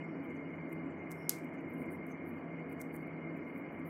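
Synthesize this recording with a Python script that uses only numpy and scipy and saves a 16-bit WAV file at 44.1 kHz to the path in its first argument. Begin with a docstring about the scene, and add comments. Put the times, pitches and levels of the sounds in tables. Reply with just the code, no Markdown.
"""Beads swung on a cord

Two weighted beads on a cord swing round the fingers, close by, in a small room. The cord
brushes over the skin and zips faintly as it winds on, a wrist chain tinkling along. The beads
tick lightly as they are caught; once they meet squarely in a sharp clack.
Behind, a fan-like machine runs steadily: rushing air, motor hum and a thin whine."""
import sys
import numpy as np
from scipy import signal
from scipy.fft import rfft, irfft
from scipy.io import wavfile

SR = 44100
rng = np.random.default_rng(int(sys.argv[2]) if len(sys.argv) > 2 else 0)


def digitize_waveform(pressure):
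    """Quantize a signal to 16-bit integers and store it at the path in sys.argv[1].

    Rows of a 2-D input are taken as channels; values are limited to [-1, 1].
    """
    field = np.atleast_2d(pressure).T
    bounded = np.clip(field, -1, 1)
    quanta = np.round(bounded * 32767).astype(np.int16)
    wavfile.write(sys.argv[1], SR, quanta)


N = 171549
T = np.arange(N) / SR
HZ = np.maximum(np.arange(N // 2 + 1) * SR / N, 1)


def from_db(db):
    """Decibels to gain."""
    return 10 ** (np.asarray(db) / 20)


def unit_rms(x):
    """Scale to unit power."""
    return x / np.sqrt(np.mean(x ** 2) + 1e-20)


def cut(x, hz, kind, order=2):
    """Butterworth filter."""
    return signal.sosfilt(signal.butter(order, np.clip(hz, 10, .45 * SR), kind, fs=SR, output="sos"), x)


def drift(rate_hz):
    """Smooth random wander, unit RMS."""
    pole = np.exp(-80 * np.pi * rate_hz / SR)
    slow = signal.lfilter([1], [1, -2 * pole, pole * pole], rng.standard_normal(N // 40 + 2002))[2000:]
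    return np.interp(np.arange(N) / 40, np.arange(len(slow)), unit_rms(slow))


def spectrum_db(points):
    """Levels interpolated over log frequency."""
    hz, db = np.transpose(points)
    return np.interp(np.log(HZ), np.log(hz), db)


def impulses(hits):
    """One click per (time [s], level [dB])."""
    clicks = np.zeros(N)
    for s, db in hits:
        clicks[int(s * SR)] += from_db(db)
    return clicks


def strike(hits, modes, low_hz, order=2):
    """Each hit rings the same heavily damped modes; little radiates below low_hz."""
    t = T[:SR // 50]
    ring = sum((-1) ** k * from_db(db - 60 * t / t60_s) * np.sin(2 * np.pi * hz * t)
               for k, (hz, db, t60_s) in enumerate(modes))
    ring = cut(ring, low_hz, "high", order)
    return signal.oaconvolve(impulses(hits), ring / np.abs(ring).max())[:N]


# Air rush: (frequency [Hz], density [dB/Hz])
AIR_SPECTRUM = [(25, -117), (43, -109), (56, -91.5), (72, -91.5), (90, -83), (120, -84.5), (155, -73),
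                (210, -74), (300, -70), (400, -75.5), (520, -79.5), (690, -79), (750, -85.5), (1000, -86),
                (1350, -89.5), (2000, -90.5), (2250, -88), (2450, -93.5), (2650, -109), (3100, -112),
                (3500, -131), (4500, -133), (7000, -137), (10000, -136), (16000, -144)]
# Housing and room resonances: (centre [Hz], width [Hz], lift [dB])
AIR_RESONANCES = [(92.6, 2.7, 7.5), (244.2, 15, 5), (275, 16, 6), (334, 6.9, 6), (485, 5.7, 6.5),
                  (687, 5.2, 2.5), (2132, 79, 9.5), (2891, 81, 13.5), (4560, 240, 12), (9550, 300, 5)]
# Low rumble: (time [s], gain [dB])
RUMBLE_GAIN = [(0, 0.5), (.7, 1), (1.05, -0.5), (1.5, -0.5), (1.72, 3), (1.88, 4.5), (2.05, 0.5), (2.7, -1),
               (3.1, 1), (3.3, 1), (3.89, 0)]
# Flickering bands: (edge [Hz])
FLICKER_EDGES_HZ = [2020, 2450, 2960, 3540, 3770, 4200, 4750, 5340, 5800, 6000, 7000, 7835]


def fan_air(rumble_top_hz=426.5, flicker_rate_hz=23):
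    """Air rushes through fixed resonances; the rumble swells a little and the treble flickers."""
    density_db = spectrum_db(AIR_SPECTRUM)
    for centre_hz, width_hz, lift_db in AIR_RESONANCES:
        density_db += lift_db * np.exp(-2 * ((HZ - centre_hz) / width_hz) ** 2 * np.log(2))
    air = rfft(rng.standard_normal(N)) * from_db(density_db) * np.sqrt(SR / 2)
    low_share = 1 / (1 + (HZ / rumble_top_hz) ** 6)
    rumble = irfft(air * low_share, N) * from_db(np.interp(T, *np.transpose(RUMBLE_GAIN)))
    out = rumble + irfft(air * (1 - low_share), N)
    depths_db = np.linspace(2.26, 8.5, len(FLICKER_EDGES_HZ) - 1)
    for low_hz, high_hz, depth_db in zip(FLICKER_EDGES_HZ, FLICKER_EDGES_HZ[1:], depths_db):
        band = irfft(air * (HZ >= low_hz) * (HZ < high_hz), N)
        out += band * (from_db(depth_db * drift(flicker_rate_hz)) - 1)
    return out


# Motor tones: (frequency [Hz], RMS level [dB])
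HUM_TONES = [(91, -72.5), (162.5, -54.5), (274.5, -57), (323, -59), (823.6, -74), (1012, -74.5),
             (1155, -74), (1340, -82.5), (1637, -77.5), (2315, -73.5)]


def motor_hum(waver_hz=1.5, waver_db=3.5, rate_hz=3.49):
    """The motor's tones, each wavering in pitch and level."""
    out = np.zeros(N)
    for hz, db in HUM_TONES:
        phase = 2 * np.pi * np.cumsum(hz + waver_hz * drift(rate_hz)) / SR
        out += np.sqrt(2) * from_db(db + waver_db * drift(rate_hz)) * np.sin(phase)
    return out


def fan_whine(pitch_hz=2130, wander_hz=11, jitter_hz=7, level_db=-61.5, flutter_db=3):
    """A thin tone that wanders in pitch and flutters."""
    hz = pitch_hz + wander_hz * drift(rate_hz=3) + jitter_hz * drift(rate_hz=12)
    amplitude = np.sqrt(2) * from_db(level_db + flutter_db * drift(rate_hz=12))
    return amplitude * np.sin(2 * np.pi * np.cumsum(hz) / SR)


def wrist_chain(links=14, touches_per_s=240, spread_db=2.5, t60_s=.014, low_hz=9000, high_hz=15500):
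    """Tiny links touch at random, each ringing briefly at its own pitch; unit RMS."""
    strengths = from_db(spread_db * np.minimum(rng.exponential(1, N), 4))
    touches = strengths * (rng.random(N) < touches_per_s / SR)
    touched_link = rng.integers(0, links, N)
    pitches_hz = np.geomspace(low_hz, high_hz, links) * rng.uniform(.98, 1.02, links)
    pole = from_db(-60 / (t60_s * SR))
    out = np.zeros(N)
    for link, angle in enumerate(2 * np.pi * pitches_hz / SR):
        drive = touches * (touched_link == link) + 1e-18
        out += signal.lfilter([0, np.sin(angle)], [1, -2 * pole * np.cos(angle), pole * pole], drive)
    return unit_rms(out)


def fibre_grain(catches_per_s=5400, spread_db=.5, hiss_gain=.34, top_hz=15000):
    """Cord fibres catch and let go: fine bright clicks over a smooth hiss."""
    strengths = from_db(spread_db * np.minimum(rng.exponential(1, N), 5)) * rng.choice([-1, 1], N)
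    catches = unit_rms(strengths * (rng.random(N) < catches_per_s / SR))
    return cut(catches + hiss_gain * rng.standard_normal(N), top_hz, "low")


def swell(peak_s, rise_s, fade_s):
    """Gaussian envelope with separate rise and fade widths."""
    width_s = np.where(T < peak_s, rise_s, fade_s)
    return np.exp(-.5 * np.minimum(((T - peak_s) / width_s) ** 2, 100))


# Cord winding on: (peak time [s], half length [s], level [dB], centre [Hz])
ZIPS = [(0.092, 0.081, -89.5, 5340), (1.228, 0.039, -76, 5360), (2.118, 0.0096, -74.5, 6230)]


def cord_zips(grain, width_hz=400):
    """The taut braid zips faintly in a narrow band as it winds on."""
    out = np.zeros(N)
    for peak_s, half_s, db, hz in ZIPS:
        band = cut(grain, [hz - width_hz / 2, hz + width_hz / 2], "band")
        out += from_db(db) * swell(peak_s, half_s, half_s) * unit_rms(band)
    return out


# Cord sliding: (peak time [s], rise [s], fade [s], level [dB], low edge [Hz])
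SLIDES = [(.247, 0.013, 0.012, -79, 10700), (.308, 0.0074, 0.0076, -81.5, 6000),
          (.355, .012, 0.016, -83.5, 6000), (.555, 0.05, 0.014, -90.5, 9750),
          (.696, 0.0034, 0.011, -80, 10100), (.729, 0.0072, 0.0049, -66.5, 9100),
          (1.119, 0.0089, 0.008, -61, 5000), (1.18, 0.055, 0.058, -78.5, 8420),
          (1.445, 0.0044, 0.0056, -72, 11010), (1.543, 0.0082, .012, -80, 4000),
          (1.611, 0.0057, 0.0052, -82, 7000), (1.704, 0.01, 0.011, -73.5, 11320),
          (1.742, .012, 0.015, -75.5, 9100), (1.82, 0.026, 0.011, -68, 8900),
          (1.859, 0.0053, .008, -77, 6500), (1.925, 0.013, 0.021, -67, 8500),
          (2.07, 0.0077, 0.015, -77, 8740), (2.116, 0.019, 0.0062, -75.5, 6000),
          (2.288, 0.019, 0.012, -68.5, 10560), (2.381, 0.039, 0.022, -87, 10040),
          (2.698, 0.0057, 0.0091, -72.5, 10580), (2.724, 0.0073, 0.0088, -68.5, 8900),
          (2.818, 0.012, .005, -60, 5624), (2.954, 0.015, 0.01, -63, 9350),
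          (3.019, 0.012, 0.015, -81.5, 10000), (3.074, .004, 0.0045, -80.5, 9000),
          (3.373, .008, 0.0077, -76.5, 9700), (3.496, 0.032, 0.016, -83, 9000),
          (3.58, 0.024, 0.015, -74, 10700), (3.722, 0.0079, 0.033, -83, 9800),
          (3.796, 0.0062, 0.0065, -80, 7000), (3.877, .014, 0.017, -64, 10900)]


def cord_slides(grain):
    """The cord brushes over the fingers in short, bright swells."""
    return sum(from_db(db) * swell(peak_s, rise_s, fade_s) * unit_rms(cut(grain, low_hz, "high", 8))
               for peak_s, rise_s, fade_s, db, low_hz in SLIDES)


# Light bead touches: (time [s], peak [dB], low edge [Hz])
TICKS = [(.2465, -61.5, 10100), (.6941, -63, 10000), (.7277, -44.5, 9500), (.7318, -60, 9000),
         (1.1102, -44, 4980), (1.1173, -33.5, 2800), (1.1265, -43.5, 6040), (1.1555, -57.5, 5060),
         (1.3624, -47, 5500), (1.3652, -48, 5500), (1.3865, -48, 4460), (1.4457, -52.5, 7000),
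         (1.4911, -64, 8000), (1.7385, -50, 9600), (1.8583, -63.5, 6060), (2.067, -48, 10040),
         (2.0894, -60, 6440), (2.7253, -57, 9000), (2.7285, -47.5, 9000), (2.8024, -48, 5530),
         (2.8064, -46.5, 7500), (2.8153, -32.5, 3400), (2.942, -47.5, 8400), (2.9449, -51.5, 9000),
         (2.9552, -48, 9500), (2.9617, -44.5, 8480), (2.9652, -40.5, 9000), (3.0300, -62.5, 8500),
         (3.5796, -52, 10000)]
# Modes of a light touch: (frequency [Hz], relative level [dB], T60 [s])
TICK_MODES = [(3150, -26, .004), (6100, -7.5, 0.0017), (8200, -6, 0.0026), (10800, 0.5, 0.0007),
              (13300, -1.5, 0.0014), (15300, -6.5, 0.0013)]


def bead_ticks():
    """The beads touch lightly; the more glancing the contact, the thinner the tick."""
    return sum(strike([(s, db)], TICK_MODES, low_hz, order=4) for s, db, low_hz in TICKS)


# Room modes: (frequency [Hz], level re diffuse tail [dB])
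ROOM_MODES = [(4990, -26), (5771, -22), (6853, -23.5), (8285, -22)]


def room(x, tail_t60_s=.28, early_t60_s=.19, early_db=7.5, ring_t60_s=.33, gap_s=.0021, clump_db=.5):
    """Slightly clumped early reflections give way to a short diffuse tail with a faint ring."""
    t = T[:SR // 2]
    decay = np.hypot(from_db(-60 * t / tail_t60_s), from_db(early_db - 60 * t / early_t60_s))
    diffuse = rng.standard_normal(len(t)) * decay * from_db(-clump_db * drift(rate_hz=790)[:len(t)])
    ring = sum(from_db(db - 60 * t / ring_t60_s) * np.sin(2 * np.pi * hz * t) for hz, db in ROOM_MODES)
    response = unit_rms((diffuse + ring) * (t > gap_s)) / np.sqrt(len(t))
    return signal.fftconvolve(x, response)[:N]


# Square bead hit: (time [s], direct peak [dB])
CLACKS = [(1.2943, -8.5)]
# Modes of the hard contact: (frequency [Hz], relative level [dB], T60 [s])
CLACK_MODES = [(1400, -38, .005), (2364.5, -32.5, 0.0024), (4900, -14, 0.0012), (6700, -4, .0012),
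               (8600, -7, 0.001), (11200, 1, 0.00098), (13150, -2.5, 0.0012), (14240, -21, 0.0049)]
# Echoes off nearby surfaces: (delay [s], gain [dB], low edge [Hz], high edge [Hz])
CLACK_ECHOES = [(.0008, -4.5, 12600, 15140), (.0025, 1, 6300, 10000)]
# Colour of the clack's room tail: (frequency [Hz], gain [dB])
CLACK_TAIL_COLOUR = [(1000, -17.5), (2500, -4.5), (3600, -8), (5000, -1.5), (6700, -3), (8500, -1),
                     (11500, -7), (14500, -10.5), (16000, -18)]


def bead_clack(low_hz=1100):
    """Bead hits bead, with near echoes and room tail; so small a bead radiates little below low_hz."""
    direct = strike(CLACKS, CLACK_MODES, low_hz)
    echoes = sum(cut(impulses([(s + delay_s, db + gain_db) for s, db in CLACKS]), band_hz, "band")
                 for delay_s, gain_db, *band_hz in CLACK_ECHOES)
    tail = room(impulses(CLACKS))
    tail = irfft(rfft(tail) * from_db(spectrum_db(CLACK_TAIL_COLOUR)), N)
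    return direct + echoes + cut(tail, low_hz, "high", order=1)


def scene(chain_db=-8.5, hand_room_db=-14):
    """Beads, cord and chain close by, the fan behind; mono."""
    fan = fan_air() + motor_hum() + fan_whine()
    grain = from_db(chain_db) * wrist_chain() + fibre_grain()  # the chain swells with the cord
    hand = cord_zips(grain) + cord_slides(grain) + bead_ticks()
    return (fan + hand + from_db(hand_room_db) * room(hand) + bead_clack())[None]


def record(dry, cutoff_hz=15800):
    """Steep elliptic low-pass."""
    return signal.sosfilt(signal.ellip(10, .1, 80, cutoff_hz, fs=SR, output="sos"), dry)


dry = scene()
out = record(dry)
digitize_waveform(out)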